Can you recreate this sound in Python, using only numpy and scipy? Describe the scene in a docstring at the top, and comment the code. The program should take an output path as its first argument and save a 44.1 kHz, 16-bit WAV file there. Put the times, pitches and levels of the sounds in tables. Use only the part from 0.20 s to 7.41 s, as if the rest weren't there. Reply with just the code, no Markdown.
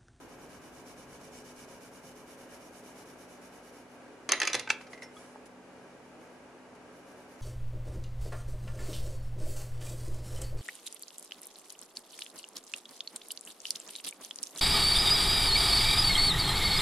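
"""Coloured pencils at a desk

Close to the microphone, a pencil shades paper in quick strokes, its lead hissing over the grain.
Dropped among other pencils a little to the right, it bounces with a short wooden clatter. Another is
picked out with a clack and a few light tinks, and the shading resumes softly. Behind it all lies
a small room with a steady ventilation hum."""
import sys
import numpy as np
from scipy import signal
from scipy.fft import rfft, irfft, next_fast_len
from scipy.io import wavfile
from scipy.ndimage import uniform_filter1d

SR = 44100
rng = np.random.default_rng(int(sys.argv[2]) if len(sys.argv) > 2 else 0)


def output_pcm(signal):
    """Save a mono or channel-first signal as 16-bit PCM at the path in sys.argv[1].

    Samples are clipped to [-1, 1] before scaling.
    """
    pcm = np.clip(np.atleast_2d(signal).T, -1, 1) * 32767
    wavfile.write(sys.argv[1], SR, np.round(pcm).astype(np.int16))


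N = 318005
TIME = np.arange(N) / SR
RING_TIME = TIME[:SR // 2]

# Shading strokes, from one turn of the hand to the next: start_s, level_db, fastest_at_share
STROKES = [(-0.045, -61, 0.57), (0.075, -59.5, 0.4), (0.178, -59.5, 0.45), (0.285, -58.1, 0.42),
           (0.404, -59, 0.41), (0.512, -57.5, 0.47), (0.65, -55.6, 0.41), (0.755, -57.5, 0.42),
           (0.867, -57, 0.54), (0.991, -56, 0.53), (1.106, -53.5, 0.55), (1.233, -55, 0.45),
           (1.34, -55, 0.55), (1.472, -56.5, 0.37), (1.6, -56.3, 0.37), (1.708, -58, 0.5),
           (1.813, -56.5, 0.53), (1.942, -59.5, 0.4), (2.058, -56.5, 0.51), (2.166, -57.7, 0.47),
           (2.271, -57, 0.62), (2.387, -57.7, 0.5), (2.506, -56.5, 0.63), (2.619, -57.1, 0.48),
           (2.742, -56.2, 0.53), (2.849, -58.8, 0.4), (2.961, -59, 0.52), (3.07, -60.5, 0.41),
           (3.21, -59, 0.4), (3.308, -59.9, 0.37), (3.42, -59.5, 0.5), (3.518, -60, 0.38),
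           (3.657, -66.5, 0.59), (5.805, -72, 0.5), (5.99, -67.5, 0.5), (6.087, -72, 0.35),
           (6.709, -66, 0.5), (6.844, -64, 0.54), (6.948, -65, 0.45), (7.069, -64, 0.5),
           (7.177, -60.5, 0.5)]
# Lead rubbing on paper: freq_hz, gain_db
PAPER_SPECTRUM = [(1200, 2), (2500, 0.5), (4400, -3), (5000, -0.5), (5500, 1.5), (5720, 3), (6000, 2.5),
                  (6400, 1.5), (7400, -2.5), (8700, -3.5), (9800, 2), (11200, -8.5), (12200, -8.5),
                  (15000, -26.5)]
# Fizz of the lead's worn edge: freq_hz, gain_db
EDGE_SPECTRUM = [(7000, -23), (9500, -2), (11200, 2), (12000, -4), (12700, -3), (13600, -11),
                 (14800, -10.5)]
# Hard-pressed lead tearing at the fibres: freq_hz, gain_db
RASP_SPECTRUM = [(3500, -22), (4700, -4), (5200, 5.5), (5800, 0), (6900, -1), (8200, 0.5), (10500, -11),
                 (13000, -25)]
# The desk drumming under the hand: freq_hz, gain_db
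DRUM_SPECTRUM = [(40, -22), (80, -5), (140, 1.5), (300, -1), (600, -5), (1200, -7), (2500, -29)]
# Course of that drumming: time_s, level_db
DRUM_LEVEL = [(0, -58), (2.3, -61), (3.2, -71.5), (6.5, -77.5), (7.2, -72)]
# The forearm rumbling on the desk: freq_hz, gain_db
RUMBLE_SPECTRUM = [(20, -10), (38, -16), (52, 3), (66, -1), (85, -11), (300, -43.5), (1000, -80)]
# Course of that rumble: time_s, level_db
RUMBLE_LEVEL = [(0, -70.5), (1.3, -69), (1.6, -77), (7.2, -91)]

# Bounces of the dropped pencil: start_s, strength_db, hardness_db_per_octave, on_point (0 side, 1 point),
# on_pencil (0 desk, 1 another pencil), barrel_offset_db, desk_offset_db
BOUNCES = [(4.0908, -23.5, 1.5, 0.41, 0.095, -5, -13.5), (4.0985, -36, -4, .05, 0, 2, -17),
           (4.1105, -39.5, -5, .05, 0, 3.5, -23), (4.1196, -17, 0.5, 0.95, 0.018, -4, -21.5),
           (4.1325, -24.5, -2.5, .1, 0, -1.5, -21), (4.2008, -27, 1, 0.95, 0.13, 0, -25),
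           (4.217, -21, 0, .06, 0.078, -2, -23), (4.231, -24.5, -2, .15, 0.59, -2, -22),
           (4.2515, -31, 5, 0.44, 0, -4.5, -23), (4.2719, -27, 3, .05, 0, -5, -27),
           (4.2748, -23, 1, 0.72, 0.013, -0.5, -22), (4.2995, -33.5, -2, .1, .3, 0, -26),
           (4.3316, -25, 3, .05, 0.86, 3, -36), (4.3418, -31, 3, .05, 0.65, -2, -24),
           (4.3444, -23.5, -4.5, .05, 0.65, -1, -21), (4.3505, -22, 3.5, 0.092, 0.64, -10, -21),
           (4.394, -37, 3, .1, 0.46, -2, -28), (4.3957, -29.5, 4.5, 0.25, 0.39, -8, -34)]
# Modes of its barrel: pitch_hz, gain_db, t60_s
BARREL_MODES = [(1262, -16.5, 0.17), (1765, -3, 0.039), (1946, -2, 0.036), (2130, -1, .025),
                (2370, -2, 0.052), (2646, -3, 0.042), (2837, -7, 0.032), (3095, -7, 0.046),
                (3400, -10, 0.07), (4040, -4.5, 0.034), (4450, -0.5, 0.03), (4940, -3.5, 0.038)]
# Modes of its point: pitch_hz, gain_db, t60_s
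POINT_MODES = [(6220, -2.5, 0.026), (6550, -1.5, 0.014), (6860, -7, 0.0073), (9190, -9, 0.009),
               (9520, -15.5, .012), (10800, -19, 0.01)]
# Modes of the pencil it lands on: pitch_hz, gain_db, t60_s
NEIGHBOUR_MODES = [(2210, -8, .022), (2540, -10, 0.02), (3393, 0, 0.0326), (3670, -4, 0.019),
                   (4000, -3, 0.024), (5100, -6.5, 0.0201), (5560, -3, 0.016), (6230, -2, 0.023),
                   (7780, -11.5, 0.0176), (9640, -10.5, 0.018)]
# Modes of the desk: pitch_hz, gain_db, t60_s
DESK_MODES = [(240, -16, .05), (334, 0.5, 0.058), (423, 2.5, .04), (495, 2, 0.035), (548, 4, 0.046),
              (660, 2.5, .04), (935, 2, 0.04), (1037, 4.5, 0.047), (1243, 3.5, 0.076)]
# Crack of wood on wood: freq_hz, gain_db
CRACK_SPECTRUM = [(150, -20), (270, -10), (430, -2), (850, -1), (1300, 1.5), (2200, 5), (3400, -2.5),
                  (4600, -1), (5600, -3), (6800, -5.5), (8300, -14.5), (9700, -11.5), (11300, -20),
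                  (12400, -37), (14500, -54)]
# Click of hard lead landing point first: freq_hz, gain_db
TICK_SPECTRUM = [(1000, -16), (2500, -15.5), (4500, -7.5), (6600, 0), (8200, -22), (9500, -2),
                 (11500, -20.5), (13000, -38), (15000, -62)]

# The picked pencil clacks against the pile:
# start_s, ring_db, crack_db, crack_tilt_db_per_octave, ring_tilt_db_per_octave
CLACKS = [(4.4745, -31.5, -49, -3, -2.5), (4.5011, -32.5, -29, 1, 5), (4.5029, -18.5, -29, -1, 1),
          (4.611, -50, -45.5, -3.5, -6)]
# Modes of the pile: pitch_hz, gain_db, t60_s
PILE_MODES = [(881, -8.5, 0.049), (1290, -4, 0.025), (1555, -2, 0.024), (1660, -1, 0.021),
              (1780, -1.5, 0.017), (2080, -7, 0.015), (2294, 0.5, 0.023), (2480, -5, 0.022),
              (2640, 0, 0.029), (3210, -9.5, 0.02), (3650, -7.5, 0.03), (4000, -10, 0.02),
              (4500, -16, .017), (4850, -11, 0.021), (5050, -18, .021), (6000, -10, 0.019),
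              (6580, -12, 0.015), (7560, -10.5, 0.019)]
# The lifted pencil brushes its neighbours: start_s, ring_db, ring_tilt_db_per_octave, crack_db
TINKS = [(4.668, -62, -2, -52.5), (4.7303, -44, -12, -45.5), (4.776, -48, -13, -55), (4.821, -40, -7, -47),
         (4.829, -54.5, 10, -50)]
# Modes of a pencil held free: pitch_hz, gain_db, t60_s
FREE_PENCIL_MODES = [(2080, 1, 0.11), (1956, -1, 0.061), (5340, -9, 0.17), (5580, -10, .07),
                     (6290, -14, 0.076), (9700, -21, .04)]
# Soft bumps of pencils and desk: start_s, pitch_hz, level_db, t60_s
BUMPS = [(4.345, 118.4, -53, 0.5), (4.501, 116, -57, .45), (4.4742, 1550, -33, 0.071),
         (4.4752, 2207, -31, .02), (4.966, 1260, -46.5, 0.089), (4.967, 3380, -47.5, .06),
         (5.1583, 864, -35, 0.016), (5.159, 560, -36.5, .014)]
# Fingers sliding on the barrel: start_s, length_s, level_db, swell_share
SLIDES = [(4.59, 0.076, -59, .4), (4.691, .1, -57, 0.27), (4.812, 0.057, -53, 0.22),
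          (4.905, 0.3, -56.5, 0.28), (5.254, .03, -54.5, .15), (6.548, .025, -62, .12)]
# Hiss of those slides: freq_hz, gain_db
SLIDE_SPECTRUM = [(1500, 3.5), (3500, -6), (6000, -2.5), (8000, -3.5), (10800, -2.5), (13500, -28)]

# Air from the ventilation: freq_hz, gain_db
AIR_SPECTRUM = [(25, -29.5), (60, -19), (100, -11), (160, -13.5), (260, -3.5), (550, -3), (900, -8),
                (1350, -13), (1650, -12), (2050, -19), (2400, -17.5), (3600, -28.5), (6300, -29),
                (8400, -33), (10200, -32.5), (12500, -46.5), (15000, -64)]
# Hum of the fan and its motor: pitch_hz, rms_db
HUM_LINES = [(59.2, -80.5), (141, -71.5), (187.6, -68.5), (248.8, -61.5), (286, -67), (425.3, -67),
             (544, -68)]
# Reverberation off the walls: freq_hz, gain_db
WALL_SPECTRUM = [(100, 11), (450, 7.5), (850, 5.5), (2500, -0.5), (3600, -1), (5000, -4.5), (6300, -6.5),
                 (8000, -7), (9700, -6), (11000, -10), (14000, -20)]
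# Stereo width of diffuse noise: freq_hz, side_minus_mid_db
DIFFUSE_WIDTH = [(60, -11), (200, -10), (700, -11), (1290, -7), (2400, -1.5), (4400, -1), (14000, -3.5)]
# Stereo width of nearby blows and their reverberation: freq_hz, side_minus_mid_db
NEAR_WIDTH = [(200, -16), (1300, -17.5), (2400, -6.5), (4400, -4.5), (6500, -5.5), (9000, 0), (14000, -2)]
# A full lean to the right of the microphone: freq_hz, left_minus_right_db
RIGHT_BALANCE = [(1300, -0.1), (4400, -2.5), (8000, -1.5), (11000, -6)]


def shading(speed_power=0.64, floor_db=-12, wear_db_per_s=6, rasp_from_db=-56.5, rasp_growth=1.1):
    """Lead hisses over the tooth of the paper in step with its speed; pressed hard, it rasps."""
    speed, stroke_db = hand_swing()
    tooth = amp(1.5 * drift(1500) + 0.64 * drift(45))  # fine grain, slower changes of pressure
    edge_db = np.minimum(-21 + wear_db_per_s * TIME, -8.5)  # the fizz grows as the lead wears flat
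    rasp_db = -11 + rasp_growth * (stroke_db - rasp_from_db) + 3 * drift(600)
    rasp = amp(rasp_db) * noise(RASP_SPECTRUM, N)
    rubbing = noise(PAPER_SPECTRUM, N) + amp(edge_db) * noise(EDGE_SPECTRUM, N) + rasp
    motion = np.maximum(speed ** speed_power, amp(floor_db))
    hiss = amp(stroke_db - 0.97) * motion * tooth * rubbing
    drum = amp(np.interp(TIME, *np.transpose(DRUM_LEVEL))) * (0.83 + .5 * speed) * noise(DRUM_SPECTRUM, N)
    rumble = amp(np.interp(TIME, *np.transpose(RUMBLE_LEVEL))) * noise(RUMBLE_SPECTRUM, N)
    return hiss + drum + rumble


def hand_swing(turn_share=0.025, longest_s=0.126):
    """The hand swings to and fro, resting at each turn: speed of the lead (0-1) and stroke level in dB."""
    starts, db, fastest_at = np.transpose(STROKES)
    lengths = np.minimum(np.diff(starts, append=np.inf), longest_s)
    stroke = np.maximum(np.searchsorted(starts, TIME, side="right") - 1, 0)
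    phase = (TIME - starts[stroke]) / lengths[stroke]
    progress = np.clip((phase - turn_share / 2) / (1 - turn_share), 0, 1)
    lateness = np.log(.5) / np.log(fastest_at)  # moves the peak of speed early or late
    return np.abs(np.sin(np.pi * progress ** lateness[stroke])), db[stroke]


def dropped_pencil(point_relief=0.41, tick_growth=2.17, tick_lag_s=.0005, chatter_s=.0035):
    """Each bounce cracks and rings the bodies that meet; such light blows radiate little bass."""
    out = np.zeros((2, N))
    for start, db, hardness, on_point, on_pencil, barrel_db, desk_db in BOUNCES:
        barrel_share = (1 - on_pencil) * (1 - point_relief * on_point)
        barrel = barrel_share * ring(BARREL_MODES, db + barrel_db, detune=.012, scatter_db=6.5)
        point = on_point * ring(POINT_MODES, db + 6.5, detune=.002, scatter_db=3.5)
        neighbour = on_pencil * ring(NEIGHBOUR_MODES, db + 2, detune=0.014, scatter_db=5.5)
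        desk = ring(DESK_MODES, db + desk_db, detune=0.045, scatter_db=3)
        tick_gain = on_point * amp(25 + tick_growth * db)  # the lead's click grows faster than the blow
        tick = tick_gain * fade(0.0055) * noise(TICK_SPECTRUM, len(RING_TIME), width=NEAR_WIDTH)
        add(out, start, crack(db, hardness) + barrel + point + neighbour + desk)
        add(out, start + tick_lag_s, tick)
        add(out, start + chatter_s, crack(db - 7, hardness))  # the flexing pencil touches again
    return high_pass(out, hz=215)


def picked_pencil(scrape_at_s=4.4905, scrape_s=.011, scrape_db=-41):
    """The next pencil scrapes along a neighbour, clacks free of the pile and tinks against the others."""
    out = np.zeros((2, N))
    for start, ring_db, crack_db, crack_tilt, ring_tilt in CLACKS:
        contact = crack(crack_db, crack_tilt, rattle_db=-4)
        add(out, start, contact + ring(PILE_MODES, ring_db, ring_tilt, contact_s=0.00074))
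    scrape = noise(CRACK_SPECTRUM, int(scrape_s * SR), tilt_db=-1.5, width=NEAR_WIDTH)
    add(out, scrape_at_s, amp(scrape_db) * scrape)
    for start, ring_db, ring_tilt, crack_db in TINKS:
        tink = ring(FREE_PENCIL_MODES, ring_db, ring_tilt, detune=0.005, contact_s=.001)
        add(out, start, crack(crack_db, tilt_db=-1.5, snap_t60=0.071, contact_s=0.00082) + tink)
    return high_pass(out, hz=260)


def crack(db, tilt_db, snap_t60=0.012, rattle_t60=0.11, rattle_db=-15.5, contact_s=0.00023):
    """Dense, quickly damped vibrations of a wooden contact: a snap, then a brief rattle."""
    decay = fade(snap_t60) + amp(rattle_db) * fade(rattle_t60)
    attack = 1 - np.exp(-RING_TIME / contact_s)
    return amp(db) * attack * decay * noise(CRACK_SPECTRUM, len(RING_TIME), tilt_db, NEAR_WIDTH)


def ring(modes, db, tilt_db=0, detune=0.013, contact_s=0.00063, scatter_db=2.5):
    """A struck body rings; each blow lands differently, scattering its modes in level and pitch."""
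    out = 0
    for (hz, mode_db, t60), (shift, phase, share) in zip(modes, rng.standard_normal((len(modes), 3))):
        gain = amp(db + mode_db + scatter_db * np.tanh(share) + tilt_db * np.log2(hz / modes[0][0]))
        cycles = hz * (1 + detune * shift) * RING_TIME + phase
        out = out + gain * fade(t60) * np.sin(2 * np.pi * cycles)
    return out * (1 - np.exp(-RING_TIME / contact_s))


def bumps():
    """Soft blows on pencils and desk each ring a single mode."""
    out = np.zeros((2, N))
    for start, hz, db, t60 in BUMPS:
        add(out, start, ring([(hz, 0, t60)], db, detune=.003, contact_s=0.00053, scatter_db=2))
    return out


def fingers():
    """Fingers slide on the barrel with a dry hiss that swells quickly and trails off."""
    out = np.zeros((2, N))
    for start, length, db, swell_share in SLIDES:
        size = int(length * SR)
        swell = np.interp(np.linspace(0, 1, size), [0, swell_share, 1], [0, 1, 0])
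        add(out, start, amp(db) * swell * noise(SLIDE_SPECTRUM, size))
    return out


def ventilation(level_db=-53.02, flutter_db=0.5):
    """Air rushes steadily in the background, with a slight flutter."""
    return amp(level_db + flutter_db * drift(11)) * noise(AIR_SPECTRUM, N)


def fan_hum(waver_db=1.6, waver_rad=0.65):
    """The fan and its motor hum in lines that waver in level and phase."""
    out = 0
    for hz, db in HUM_LINES:
        peak = np.sqrt(2) * amp(db + waver_db * drift(3.59))
        out = out + peak * np.sin(2 * np.pi * hz * TIME + waver_rad * drift(5))
    return out


def room(x, wet_db, low_t60=0.35, high_t60=0.33, split_hz=3500, gap_s=0.0018):
    """The walls of a small room answer within milliseconds; the treble dies slightly sooner."""
    wash = noise(WALL_SPECTRUM, len(RING_TIME), width=NEAR_WIDTH)
    low = signal.sosfilt(signal.butter(2, split_hz, fs=SR, output="sos"), wash)
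    high = signal.sosfilt(signal.butter(2, split_hz, "high", fs=SR, output="sos"), wash)
    onset = np.clip(RING_TIME / gap_s - .5, 0, 1)
    tail = onset * (low * fade(low_t60) - high * fade(high_t60))
    tail /= np.sqrt(np.sum(tail ** 2) / 2)
    return amp(wet_db) * signal.fftconvolve(x.mean(axis=0)[None], tail, axes=1)[:, :N]


def near_echoes(x, echo_db, t60):
    """Small surfaces near the microphone add short treble echoes that comb a noise with narrow peaks."""
    echoes = high_pass(rng.standard_normal(len(RING_TIME)) * fade(t60) * (RING_TIME > .001), hz=1100)
    echoes *= amp(echo_db) / np.sqrt(np.sum(echoes ** 2))
    reflected = signal.fftconvolve(x, echoes[None], axes=1)[:, :N]
    return (x + reflected) / np.sqrt(1 + amp(echo_db) ** 2)


def lean_right(x, share):
    """A source right of the microphone is brighter in the right channel."""
    return np.array([colour(channel, [(hz, sign * share * db / 2) for hz, db in RIGHT_BALANCE])
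                     for channel, sign in zip(x, (1, -1))])


def noise(spectrum, size, tilt_db=0, width=DIFFUSE_WIDTH):
    """Coloured stereo noise of rms 1, wider in the treble."""
    mid, side = rng.standard_normal((2, size))
    side = colour(side, width)
    x = colour(np.array([mid + side, mid - side]), spectrum, tilt_db)
    return x / x.std()


def colour(x, curve, tilt_db=0):
    """Filter by a (freq_hz, gain_db) curve, tilted by tilt_db per octave about 3 kHz."""
    size = next_fast_len(x.shape[-1])
    freq = np.maximum(np.fft.rfftfreq(size, 1 / SR), 1)
    hz, db = np.transpose(curve)
    octaves = np.log2(np.clip(freq, 400, 12000) / 3000)
    gain = amp(np.interp(np.log(freq), np.log(hz), db) + tilt_db * octaves)
    return irfft(rfft(x, size) * gain, size)[..., :x.shape[-1]]


def high_pass(x, hz):
    """Third-order bass cut."""
    return signal.sosfilt(signal.butter(3, hz, "high", fs=SR, output="sos"), x)


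def drift(rate_hz):
    """Smooth random drift with a spread near 1."""
    hold = int(SR / rate_hz)
    steps = np.repeat(rng.standard_normal(N // hold + 1), hold)
    return 1.3 * uniform_filter1d(uniform_filter1d(steps, hold), hold)[:N]


def fade(t60):
    """Exponential decay by 60 dB in t60 seconds."""
    return np.exp(-np.log(1000) * RING_TIME / t60)


def amp(db):
    """Decibels to gain."""
    return 10 ** (np.asarray(db) / 20)


def add(out, start_s, sound):
    """Mix a sound in at start_s."""
    i = int(start_s * SR)
    out[:, i:i + sound.shape[-1]] += sound[..., :N - i]


def scene():
    """Paper close to the microphone, the pile of pencils further right, the room all around."""
    drop, pick = dropped_pencil(), picked_pencil()
    walls = room(drop, wet_db=-11) + room(pick, wet_db=-17)
    rubbing = near_echoes(shading() + fingers(), echo_db=-3.5, t60=0.019)
    air = near_echoes(ventilation(), echo_db=-13, t60=.04)
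    clatter = drop + pick + walls + bumps()
    return lean_right(rubbing, share=0.6) + lean_right(clatter, share=0.92) + air + fan_hum()


def record(dry, top_hz=14400):
    """The recorder cuts the top treble steeply."""
    return signal.sosfilt(signal.ellip(8, .2, 70, top_hz, fs=SR, output="sos"), dry)


dry = scene()
out = record(dry)
output_pcm(out)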